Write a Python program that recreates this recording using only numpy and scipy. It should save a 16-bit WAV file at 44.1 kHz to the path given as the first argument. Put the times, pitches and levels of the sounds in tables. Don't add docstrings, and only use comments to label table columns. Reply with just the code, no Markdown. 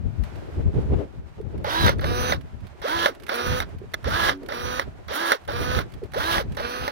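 import sys
import numpy as np
from scipy import signal
from scipy.fft import rfft, irfft, next_fast_len
from scipy.io import wavfile
from scipy.ndimage import uniform_filter1d, map_coordinates

SR = 44100
rng = np.random.default_rng(int(sys.argv[2]) if len(sys.argv) > 2 else 0)


def to_wav(s):
    ch = np.atleast_2d(s).T
    pcm = np.round(np.clip(ch, -1, 1) * 32767)
    wavfile.write(sys.argv[1], SR, pcm.astype(np.int16))


N = 305083
T = np.arange(N) / SR

# (start [s], length [s], gear noise at the bite [rel. dB], as it cuts through [rel. dB],
# treble against it [rel. dB], top speed after [s], climb [Hz/s], loaded shaft [Hz], hum [rel. dB],
# whine at top speed [rel. dB], whine under load [rel. dB], spin-up whoop [dB], braking whoop [dB])
CLOSING_STROKES = [(1.644, .27, -26, -23.5, -15, 0.16, 380, 311, -31.5, -37, -35, -24, -35),
                   (2.82, 0.27, -28, -23, -16, 0.12, 1030, 339.5, -32.5, -60, -47, -19.5, -21.5),
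                   (4.044, .28, -24, -21.5, -16.5, 0.13, 990, 331.4, -38, -57, -48, -20.5, -31),
                   (5.083, .265, -27.5, -24, -16, .136, 860, 333, -35, -49, -48, -25.5, -24.5),
                   (6.139, 0.27, -26.5, -25.5, -15, .142, 700, 331, -35, -42, -60, -18.5, -21.5)]
# (start [s], gear noise at speed [rel. dB], before the stop [rel. dB],
# treble against it [rel. dB], hum [rel. dB], whine midway [rel. dB], before the stop [rel. dB], spin-up whoop [dB])
OPENING_STROKES = [(2.012, -34, -27, -13, -44, -43.5, -41, -23.5),
                   (3.292, -29.5, -29.5, -15, -47, -45, -53, -23.5),
                   (4.488, -34, -31.5, -16, -49.5, -48, -49, -27),
                   (5.48, -32.5, -28, -17, -49.5, -50, -49.5, -28),
                   (6.57, -31.5, -32.5, -17, -57, -54, -64, -25.5)]
# (multiple of the turn [-], level against the hum [rel. dB])
CLOSING_ORDERS = [(2, -11.5), (3, 4.5), (4, -7.5)]
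OPENING_ORDERS = [(1.5, 1.5), (2, 3.5), (3, -2), (4, 3.5), (5, 2), (7, -1.5), (12, -2.5), (15.15, -1),
                  (16, 0.5), (21, -10)]
# (frequency [Hz], density [rel. dB per Hz])
CLOSING_BODY = [(200, -11.5), (500, -2.5), (900, 0.5), (1400, 1.5), (1950, -2.5), (2500, -14.5),
                (3300, -10.5), (4400, -12.5), (5200, -16), (5900, -15), (6600, -33)]
OPENING_BODY = [(200, -9), (500, -2.5), (900, -3), (1500, 1), (2000, -8), (2600, -13), (3700, -11),
                (4500, -13), (5200, -18.5), (5900, -18.5), (6500, -42.5)]
GEAR_TREBLE = [(6500, -10), (7600, -20.5), (8600, -8), (10000, -5.5), (11000, -1.5), (12500, -6.5),
               (14000, -5.5), (15500, -4)]
BLADE_COLOUR = [(2950, -8), (3200, -4.5), (3500, -7)]
# (time [s], level [rel. dB], low thud [rel. dB], edge crack [rel. dB])
KNOCKS = [(1.6457, -26, 11.5, -26), (1.8633, -13, -9, -12), (1.8809, -9, -31, -28), (1.8931, -14, 1, -15),
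          (1.9948, -26.5, -5, -30), (2.0428, -19.5, 0, -24), (2.3226, -9.5, -4, -23), (2.331, -21, 6, -20),
          (2.8172, -35, 6, -24), (3.0591, -8, -1.5, -20), (3.283, -32, 0, -18), (3.2939, -17.5, -17, -32),
          (3.6027, -16.5, -2.5, -14.5), (3.937, -26, -20, -14), (3.9409, -15, -29, -12),
          (4.0439, -24.5, -6, -30), (4.2939, -9.5, -25, -24), (4.4876, -26.5, 3, -36),
          (4.522, -21.5, -3, -31), (4.796, -13.5, -3, -19), (5.0841, -30, -2, -27), (5.3192, -5.5, 0, -15),
          (5.3284, -12.5, -18, -29), (5.477, -36, 6, -34), (5.4877, -32, 17.5, -33), (5.7891, -16, -4, -18),
          (6.136, -32, 4, -20), (6.1439, -28, 6, -14), (6.3818, -15.5, 3, -35), (6.5715, -26, 5.5, -16),
          (6.5979, -24.5, 8, -23), (6.8788, -18, 3.5, -18)]
# (nominal frequency [Hz], level [rel. dB], 60 dB decay [s])
TOOL_MODES = [(1460, -3, .022), (1748, 5, 0.024), (1991, 4, 0.024), (2690, -9, 0.03), (3590, -2.5, 0.03),
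              (4420, -16, 0.024), (6080, -23, 0.03)]
THUD_MODES = [(564, 0.5, 0.054), (842, -1.1, 0.062)]
# (frequency [Hz], density [rel. dB per Hz])
CRACK_COLOUR = [(2500, -8), (3600, -1), (4300, 0), (5600, -3), (7600, -14), (9000, -7), (11000, -2.5),
                (15500, -7)]
# (time [s], lag [samples])
FAR_LAG = [(1.6, 17), (2.1, 21), (3.3, 23), (4.1, 24), (5.8, 24), (6.2, 21)]
# (frequency [Hz], gain [dB])
FAR_SHADOW = [(200, -4), (400, -1.5), (1300, -4.5), (2400, -5.5), (4400, -7), (8000, -18), (15000, -13.5)]
# (time [s], level [rel. dB], left minus right [dB])
TICKS = [(0.236, -30.5, 17), (0.3554, -37, -9), (1.4124, -38, -5.0), (1.578, -39, -17), (1.984, -33, -17),
         (2.41, -39, -21), (2.605, -42, -10.5), (2.6678, -37, -16.5), (2.798, -43, -12), (3.1483, -32, -9),
         (3.1986, -35, -17), (3.222, -37.5, -13.5), (3.2337, -28.5, -15), (3.2654, -29, -20),
         (3.69, -39.5, -15), (3.784, -39, -13), (3.9175, -40, -14), (4.0275, -39, -12),
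         (4.4308, -35.5, -12), (4.4608, -38, -24), (5.4146, -46, -14), (5.4365, -46, -14),
         (5.45, -37.5, -14), (5.9, -44, -10), (5.9199, -34, -10), (5.9376, -32.5, -14), (6.036, -34, -12),
         (6.0576, -42, -13), (6.119, -34, -17), (6.5204, -32, -13), (6.548, -31, -15)]
# (frequency [Hz], density [rel. dB per Hz])
TWIG_COLOUR = [(1200, 9), (2200, 9), (4500, 2), (7000, -9), (10000, -5), (15000, -9)]
# (time [s], level [rel. dB], frequency [Hz], left minus right [dB])
BUMPS = [(1.401, -32, 421, -12), (3.815, -37.5, 385, -10), (3.838, -43, 428, -7), (6.018, -36, 480, -5),
         (6.03, -28, 402, -5)]
# (peak time [s], left [rel. dB], right [rel. dB], 20 dB fall [s],
# flutter against the rumble [rel. dB])
BUFFETS = [(0.06, -17.5, -62, 0.1, -18), (0.13, -24, -60, 0.05, -20), (0.195, -17, -61, 0.11, -22),
           (0.5, -30, -32, 0.08, -6), (0.584, -20.5, -25.5, 0.08, -8.5), (0.663, -15, -15, 0.06, -13.5),
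           (0.777, -19, -18, 0.1, -10), (0.86, -24, -26, 0.05, -9.5), (0.923, -17.5, -20, 0.13, -6.5),
           (1.187, -28.5, -36, 0.1, -23), (1.442, -24.5, -45, 0.12, -8), (1.55, -29, -31, 0.2, -4),
           (1.621, -32, -32.5, 0.2, -9), (1.846, -15, -19, 0.17, -12), (1.936, -25, -25.5, 0.17, -8),
           (2.065, -25.5, -27, 0.35, -7.5), (2.325, -24, -24.5, 0.199, -13), (2.544, -31, -33, 0.079, -15),
           (2.624, -34, -33.5, 0.148, -16), (2.814, -32.5, -33, 0.03, -14), (2.963, -31, -32, 0.126, -13),
           (3.228, -41.5, -47, 0.16, -11), (3.485, -24, -21, 0.07, -15), (3.527, -23.5, -21, 0.13, -13),
           (3.766, -32.5, -31, 0.05, -15), (4.071, -24, -24, 0.096, -10.5), (4.225, -28.5, -28, 0.2, -16),
           (4.704, -34.5, -32, 0.38, -13), (4.874, -35, -36, 0.107, -17), (5.073, -44, -37.5, 0.1, -8),
           (5.493, -30, -35, 0.14, -12), (5.607, -30, -26, 0.23, -8), (5.685, -28, -28, 0.08, -10),
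           (5.777, -23.5, -24, 0.15, -8), (5.941, -32, -33, 0.1, -10), (6.051, -29.5, -57, 0.076, -7),
           (6.196, -32, -33.5, 0.151, -14), (6.326, -32, -38, 0.14, -8), (6.485, -28, -29, 0.28, -14),
           (6.815, -32.5, -34, 0.085, -13)]
# (time [s], rumble [rel. dB], flutter [rel. dB])
BREEZE = [(0, -36, -48), (.3, -40, -44), (.5, -35.5, -36), (.85, -32, -35), (1.05, -42, -28.5),
          (1.07, -48, -46), (1.35, -46, -55), (2.2, -30.5, -46), (2.75, -54, -53), (3.1, -49, -41),
          (3.45, -55, -46), (3.5, -32, -42), (3.95, -44, -52), (4.15, -30, -47), (4.32, -57, -43),
          (4.42, -43, -40.5), (5.0, -51, -55), (5.43, -58.5, -51), (5.7, -29, -37), (5.88, -46, -56),
          (6.11, -45, -59), (6.4, -35, -40.5), (6.92, -53, -47)]
# (frequency [Hz], density [rel. dB per Hz])
RUMBLE_COLOUR = [(18, -28), (35, -6), (55, -3.5), (75, 0), (110, -4.5), (160, -10), (250, -16.5),
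                 (500, -44)]
FLUTTER_COLOUR = [(130, -22), (260, 1.5), (400, 3.5), (650, -8.5), (1200, -24), (3000, -36.5),
                  (8000, -60.5)]
# (frequency [Hz], density [rel. dB per Hz])
ORCHARD_COLOUR = [(350, -34), (600, -0.5), (1100, -7), (1280, -8.5), (1410, -7.5), (2610, -15.5),
                  (4280, -22.5), (16000, -40)]
# (time [s], level [rel. dB])
ORCHARD_LEVEL = [(0, -52.5), (.23, -51), (.25, -47), (1.05, -49), (1.08, -55), (6.92, -51.5)]

SPIN_UP_S, BITE_S, BRAKE_S, COAST_S = 0.052, 0.15, 0.035, 0.052
OPENING_S, TONES_AFTER_S = 0.3328, 0.058
CATCH_DB, RUN_DB, BRAKE_DB, STOP_DB = -35.5, -29, -30.5, -59
OPEN_CATCH_DB, OPEN_BRAKE_DB, OPEN_STOP_DB = 0.5, -1.5, -36
SLOW_TREBLE_DB, BRAKE_TREBLE_DB = -12, -4
CLOSE_TOP_HZ = 337
OPEN_HZ, OPEN_AT_S = (235, 247, 253), (0.048, 0.17, 0.305)
EARLY_HUM_DB, LATE_HUM_DB, EARLY_WHINE_DB, OPEN_EARLY_WHINE_DB = -10.5, -3, -3, -16
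# (middle Hz, glide Hz either side, middle in s after the start or end of the stroke)
CLOSE_WHOOP, OPEN_WHOOP, BRAKE_WHOOP = (540, 230, 0.036), (590, 110, 0.033), (560, -230, -0.0031)
WHOOP_S = 0.044
BUFFET_RISE = 0.55


def closing_plan():
    levels, shafts, tones = [], [], []
    for (s, length, bite_db, cut_db, treble_db, top_s, climb, load_hz, hum_db,
         whine_db, load_db, up_db, brake_db) in CLOSING_STROKES:
        end = s + length
        slow_db = treble_db + SLOW_TREBLE_DB
        levels.append([
            (s, CATCH_DB, slow_db),
            (s + SPIN_UP_S, RUN_DB, treble_db),
            (s + BITE_S, bite_db, treble_db),
            (end - BRAKE_S, cut_db, treble_db),
            (end, BRAKE_DB, treble_db + BRAKE_TREBLE_DB),
            (end + COAST_S, STOP_DB, slow_db)])
        early_hz = CLOSE_TOP_HZ - climb * (top_s - TONES_AFTER_S)
        shafts.append([
            (s + TONES_AFTER_S, early_hz, hum_db + EARLY_HUM_DB, whine_db + EARLY_WHINE_DB),
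            (s + top_s, CLOSE_TOP_HZ, hum_db, whine_db),
            (end - 0.03, load_hz, hum_db + LATE_HUM_DB, load_db)])
        tones += [(s, CLOSE_WHOOP, up_db), (end, BRAKE_WHOOP, brake_db)]
    return levels, shafts, tones


def opening_plan():
    levels, shafts, tones = [], [], []
    for s, run_db, late_db, treble_db, hum_db, whine_db, last_db, up_db in OPENING_STROKES:
        end = s + OPENING_S
        slow_db = treble_db + SLOW_TREBLE_DB
        levels.append([
            (s, run_db + OPEN_CATCH_DB, slow_db),
            (s + SPIN_UP_S, run_db, treble_db),
            (end - BRAKE_S, late_db, treble_db),
            (end, late_db + OPEN_BRAKE_DB, treble_db + BRAKE_TREBLE_DB),
            (end + COAST_S, late_db + OPEN_STOP_DB, slow_db)])
        whines = (whine_db + OPEN_EARLY_WHINE_DB, whine_db, last_db)
        shafts.append([(s + at, hz, hum_db, db) for at, hz, db in zip(OPEN_AT_S, OPEN_HZ, whines)])
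        tones.append((s, OPEN_WHOOP, up_db))
    return levels, shafts, tones


def motor_strokes(levels, shafts, body, orders, whine, repeat, gain_db, throb, fast_db, slow_db, blade_db):
    rows = np.concatenate(shafts)
    shaft_hz = np.interp(T, rows[:, 0], rows[:, 1]) * (1 + 0.0008 * walk(60))
    turn = 2 * np.pi * np.cumsum(shaft_hz) / SR
    at_speed = uniform_filter1d(track(shafts, axis=0, rest=0) > 0, size=600, output=float)
    grain = undb(fast_db * walk(900) + slow_db * walk(160)) * (1 + throb * np.cos(turn))
    rattle = rng.standard_normal((2, N)) * grain
    noise = gear_noise(levels, turn, at_speed, rattle, body, repeat, gain_db, blade_db)
    return noise + at_speed * motor_tones(rows, turn, orders, whine)


def gear_noise(levels, turn, at_speed, rattle, body, repeat, gain_db, blade_db):
    pattern = irfft(undb(4 * rng.standard_normal(62)) * np.exp(2j * np.pi * rng.random(62)), 2048)
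    alike = unit(np.interp(turn % (2 * np.pi), np.linspace(0, 2 * np.pi, 2048), pattern))
    near, other = rattle

    def teeth(apart, share, points):
        far = np.sqrt(1 - apart ** 2) * near + apart * other
        mixes = [share * alike + np.sqrt(1 - share ** 2) * unit(side) for side in (far, near)]
        return np.array([unit(colour(mix, points)) for mix in mixes])

    amplitude = uniform_filter1d(undb(track(levels, axis=1, rest=-120) + gain_db), size=300)
    db = 20 * np.log10(amplitude.clip(1e-6))
    treble_db = db + track(levels, axis=2, rest=0)
    blade = undb(2 * db + blade_db + 3.1 * walk(40)) * teeth(1.0, 0, BLADE_COLOUR)
    gears = undb(db + 0.83 * walk(45)) * teeth(0.75, repeat[0] * at_speed, body)
    hiss = undb(treble_db + 2.2 * walk(35)) * teeth(1.0, repeat[1] * at_speed, GEAR_TREBLE)
    return gears + hiss + blade


def motor_tones(rows, turn, orders, whine):
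    harmonics = sum(undb(db + 2.7 * walk(25)) * np.sin(k * turn) for k, db in orders)
    shaft_hum = undb(np.interp(T, rows[:, 0], rows[:, 2]) + 2.5) * (np.sin(turn) + harmonics)
    whine_db = np.interp(T, rows[:, 0], rows[:, 3]) + 9.0 + 2.3 * walk(30)
    return shaft_hum + undb(whine_db) * np.sin(whine * turn)


def whoops(tones):
    out, t = np.zeros(N), np.linspace(-1, 1, int(WHOOP_S * SR))
    for s, (hz, glide, after), db in tones:
        tone = np.sin(2 * np.pi * np.cumsum(hz + glide * t) / SR)
        add(out, s + after - len(t) / 2 / SR, undb(db) * np.hanning(len(t)) * tone)
    return out


def knocks():
    out, snaps, cracks, t = np.zeros(N), np.zeros(N), np.zeros(N), np.arange(2600) / SR
    rise = 1 - np.exp(-t / 0.00033)
    for s, db, thud_db, crack_db in KNOCKS:
        chance = rng.standard_normal(2608)
        noise = chance[8:]
        tool = ring(TOOL_MODES, t, chance[:7])
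        thud = ring(THUD_MODES, t, chance[:2])
        blow = tool / np.abs(tool * rise).max() + undb(thud_db - 6.0) * thud
        add(out, s - 0.0005, undb(db + 0.7) * rise * blow)
        add(snaps, s - 0.0005, undb(db) * rise * noise * np.exp(-t / 0.0046))
        add(cracks, s, undb(db + crack_db + 3.5) * rise * noise * np.exp(-t / 0.0026))
    return out + colour(snaps, CLOSING_BODY) * undb(10) + colour(cracks, CRACK_COLOUR) * undb(9.0)


def ring(modes, t, chance):
    out = np.zeros(len(t))
    for (hz, db, t60), weight, detune in zip(modes, chance, chance[::-1]):
        tone = np.sin(2 * np.pi * hz * (1 + 0.033 * detune) * t)
        out += undb(db + 2.0 * weight) * tone * np.exp(-np.log(1000) * t / t60)
    return out


def at_the_ports(far, near):
    lag = np.interp(T, *np.transpose(FAR_LAG))
    late = map_coordinates(far, [np.arange(N) - lag], order=3)
    shadow = FAR_SHADOW + [(SR / 2, FAR_SHADOW[-1][1])]
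    return np.array([colour(late, shadow), near])


def ticks():
    out, t = np.zeros((2, N)), np.arange(900) / SR
    envelope = np.exp(-t / 0.0067) * (1 - np.exp(-t / 0.00051))
    for s, db, pan_db in TICKS:
        noise = rng.standard_normal((2, 900))
        burst = (noise.sum(0) + 0.38 * noise) * envelope
        add(out, s, port_gains(db, pan_db) * burst / np.abs(burst).max())
    return undb(-8.5) * np.array([colour(port, TWIG_COLOUR) for port in out])


def bumps():
    out, t = np.zeros((2, N)), np.arange(1800) / SR
    for s, db, hz, pan_db in BUMPS:
        cycles = np.sin(2 * np.pi * hz * t) * t / 0.0027 * np.exp(1 - t / 0.0038)
        add(out, s, port_gains(db, pan_db) * cycles)
    return out


def faint_hum():
    start, end = 4.26, 4.45
    swell = np.sin(np.pi * np.clip((T - start) / (end - start), 0, 1))
    low = undb(-36) * np.sin(2 * np.pi * 281 * T)
    high = undb(-43) * np.sin(2 * np.pi * 376 * T)
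    return swell * (low + high)


def air():
    eddies = np.array([walk(30), walk(30)])
    rumble_db, flutter_db = wind_levels()
    rumble = gusts(rumble_db + 0.7, RUMBLE_COLOUR, 2.8 * eddies, alike=0.7)
    flutter = gusts(flutter_db - 2.2, FLUTTER_COLOUR, 3.36 * eddies + 3.2 * walk(60), alike=0.11)
    hiss_db = np.interp(T, *np.transpose(ORCHARD_LEVEL)) + np.array([[-1.2], [1.2]])
    hiss = gusts(hiss_db, ORCHARD_COLOUR, [1.6 * walk(30)] * 2, alike=0.12)
    return rumble + flutter + hiss


def wind_levels():
    s, rumble_db, flutter_db = np.transpose(BREEZE)
    t = T[::64]
    rumble, flutter = (np.tile(undb(2 * np.interp(t, s, db)), (2, 1)) for db in (rumble_db, flutter_db))
    for peak, left_db, right_db, fall, tear_db in BUFFETS:
        drop_db = 20 * np.maximum((t - peak) / fall, (peak - t) / fall / BUFFET_RISE)
        power = undb(2 * (np.array([[left_db], [right_db]]) - drop_db))
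        rumble += power
        flutter += power * undb(2 * tear_db)
    return [np.array([np.interp(T, t, 10 * np.log10(port)) for port in x]) for x in (rumble, flutter)]


def gusts(level_db, points, lumps_db, alike):
    shared = rng.standard_normal(N)
    ports = []
    for sign, lumps in zip((1, -1), lumps_db):
        noise = alike * sign * shared + rng.standard_normal(N)
        ports.append(unit(colour(noise, points) * undb(lumps)))
    return np.array(ports) * undb(level_db)


def undb(db):
    return 10 ** (np.asarray(db) / 20)


def unit(x):
    return x / np.sqrt(np.mean(x ** 2))


def colour(x, points):
    hz, db = np.transpose(points)
    size = next_fast_len(N)
    f = np.log(np.fft.rfftfreq(size, 1 / SR) + 1)
    slope = -40 * (np.maximum(np.log(hz[0]) - f, 0) + np.maximum(f - np.log(hz[-1]), 0))
    return irfft(rfft(x, size) * undb(np.interp(f, np.log(hz), db) + slope), size)[:N]


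def track(tables, axis, rest):
    out = np.full(N, float(rest))
    for rows in tables:
        s, values = np.array(rows)[:, [0, axis]].T
        inside = (T >= s[0]) & (T <= s[-1])
        out[inside] = np.interp(T[inside], s, values)
    return out


def walk(rate):
    k = int(SR / rate)
    steps = np.repeat(rng.standard_normal(N // k + 1), k)
    return unit(uniform_filter1d(steps, k)[:N])


def port_gains(db, pan_db):
    return undb(db + np.array([[pan_db], [-pan_db]]) / 2)


def add(out, s, x):
    i = int(s * SR)
    out[..., i:i + x.shape[-1]] += x[..., :N - i]


def scene():
    close_levels, close_shafts, close_tones = closing_plan()
    open_levels, open_shafts, open_tones = opening_plan()
    closing = motor_strokes(close_levels, close_shafts, CLOSING_BODY, CLOSING_ORDERS, whine=12,
                            repeat=(0.4, 0.35), gain_db=2.5, throb=0.15, fast_db=0.5, slow_db=1.0, blade_db=10.5)
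    opening = motor_strokes(open_levels, open_shafts, OPENING_BODY, OPENING_ORDERS, whine=24,
                            repeat=(0.58, 0.62), gain_db=2.0, throb=0.12, fast_db=1.5, slow_db=1.07, blade_db=-2)
    far, near = closing + opening + whoops(close_tones + open_tones) + knocks()
    return at_the_ports(far, near) + ticks() + bumps() + faint_hum() + air()


def record(dry):
    low_pass = signal.ellip(10, 0.2, 70, 15800, fs=SR, output="sos")
    return signal.sosfilt(low_pass, dry)


dry = scene()
out = record(dry)
to_wav(out)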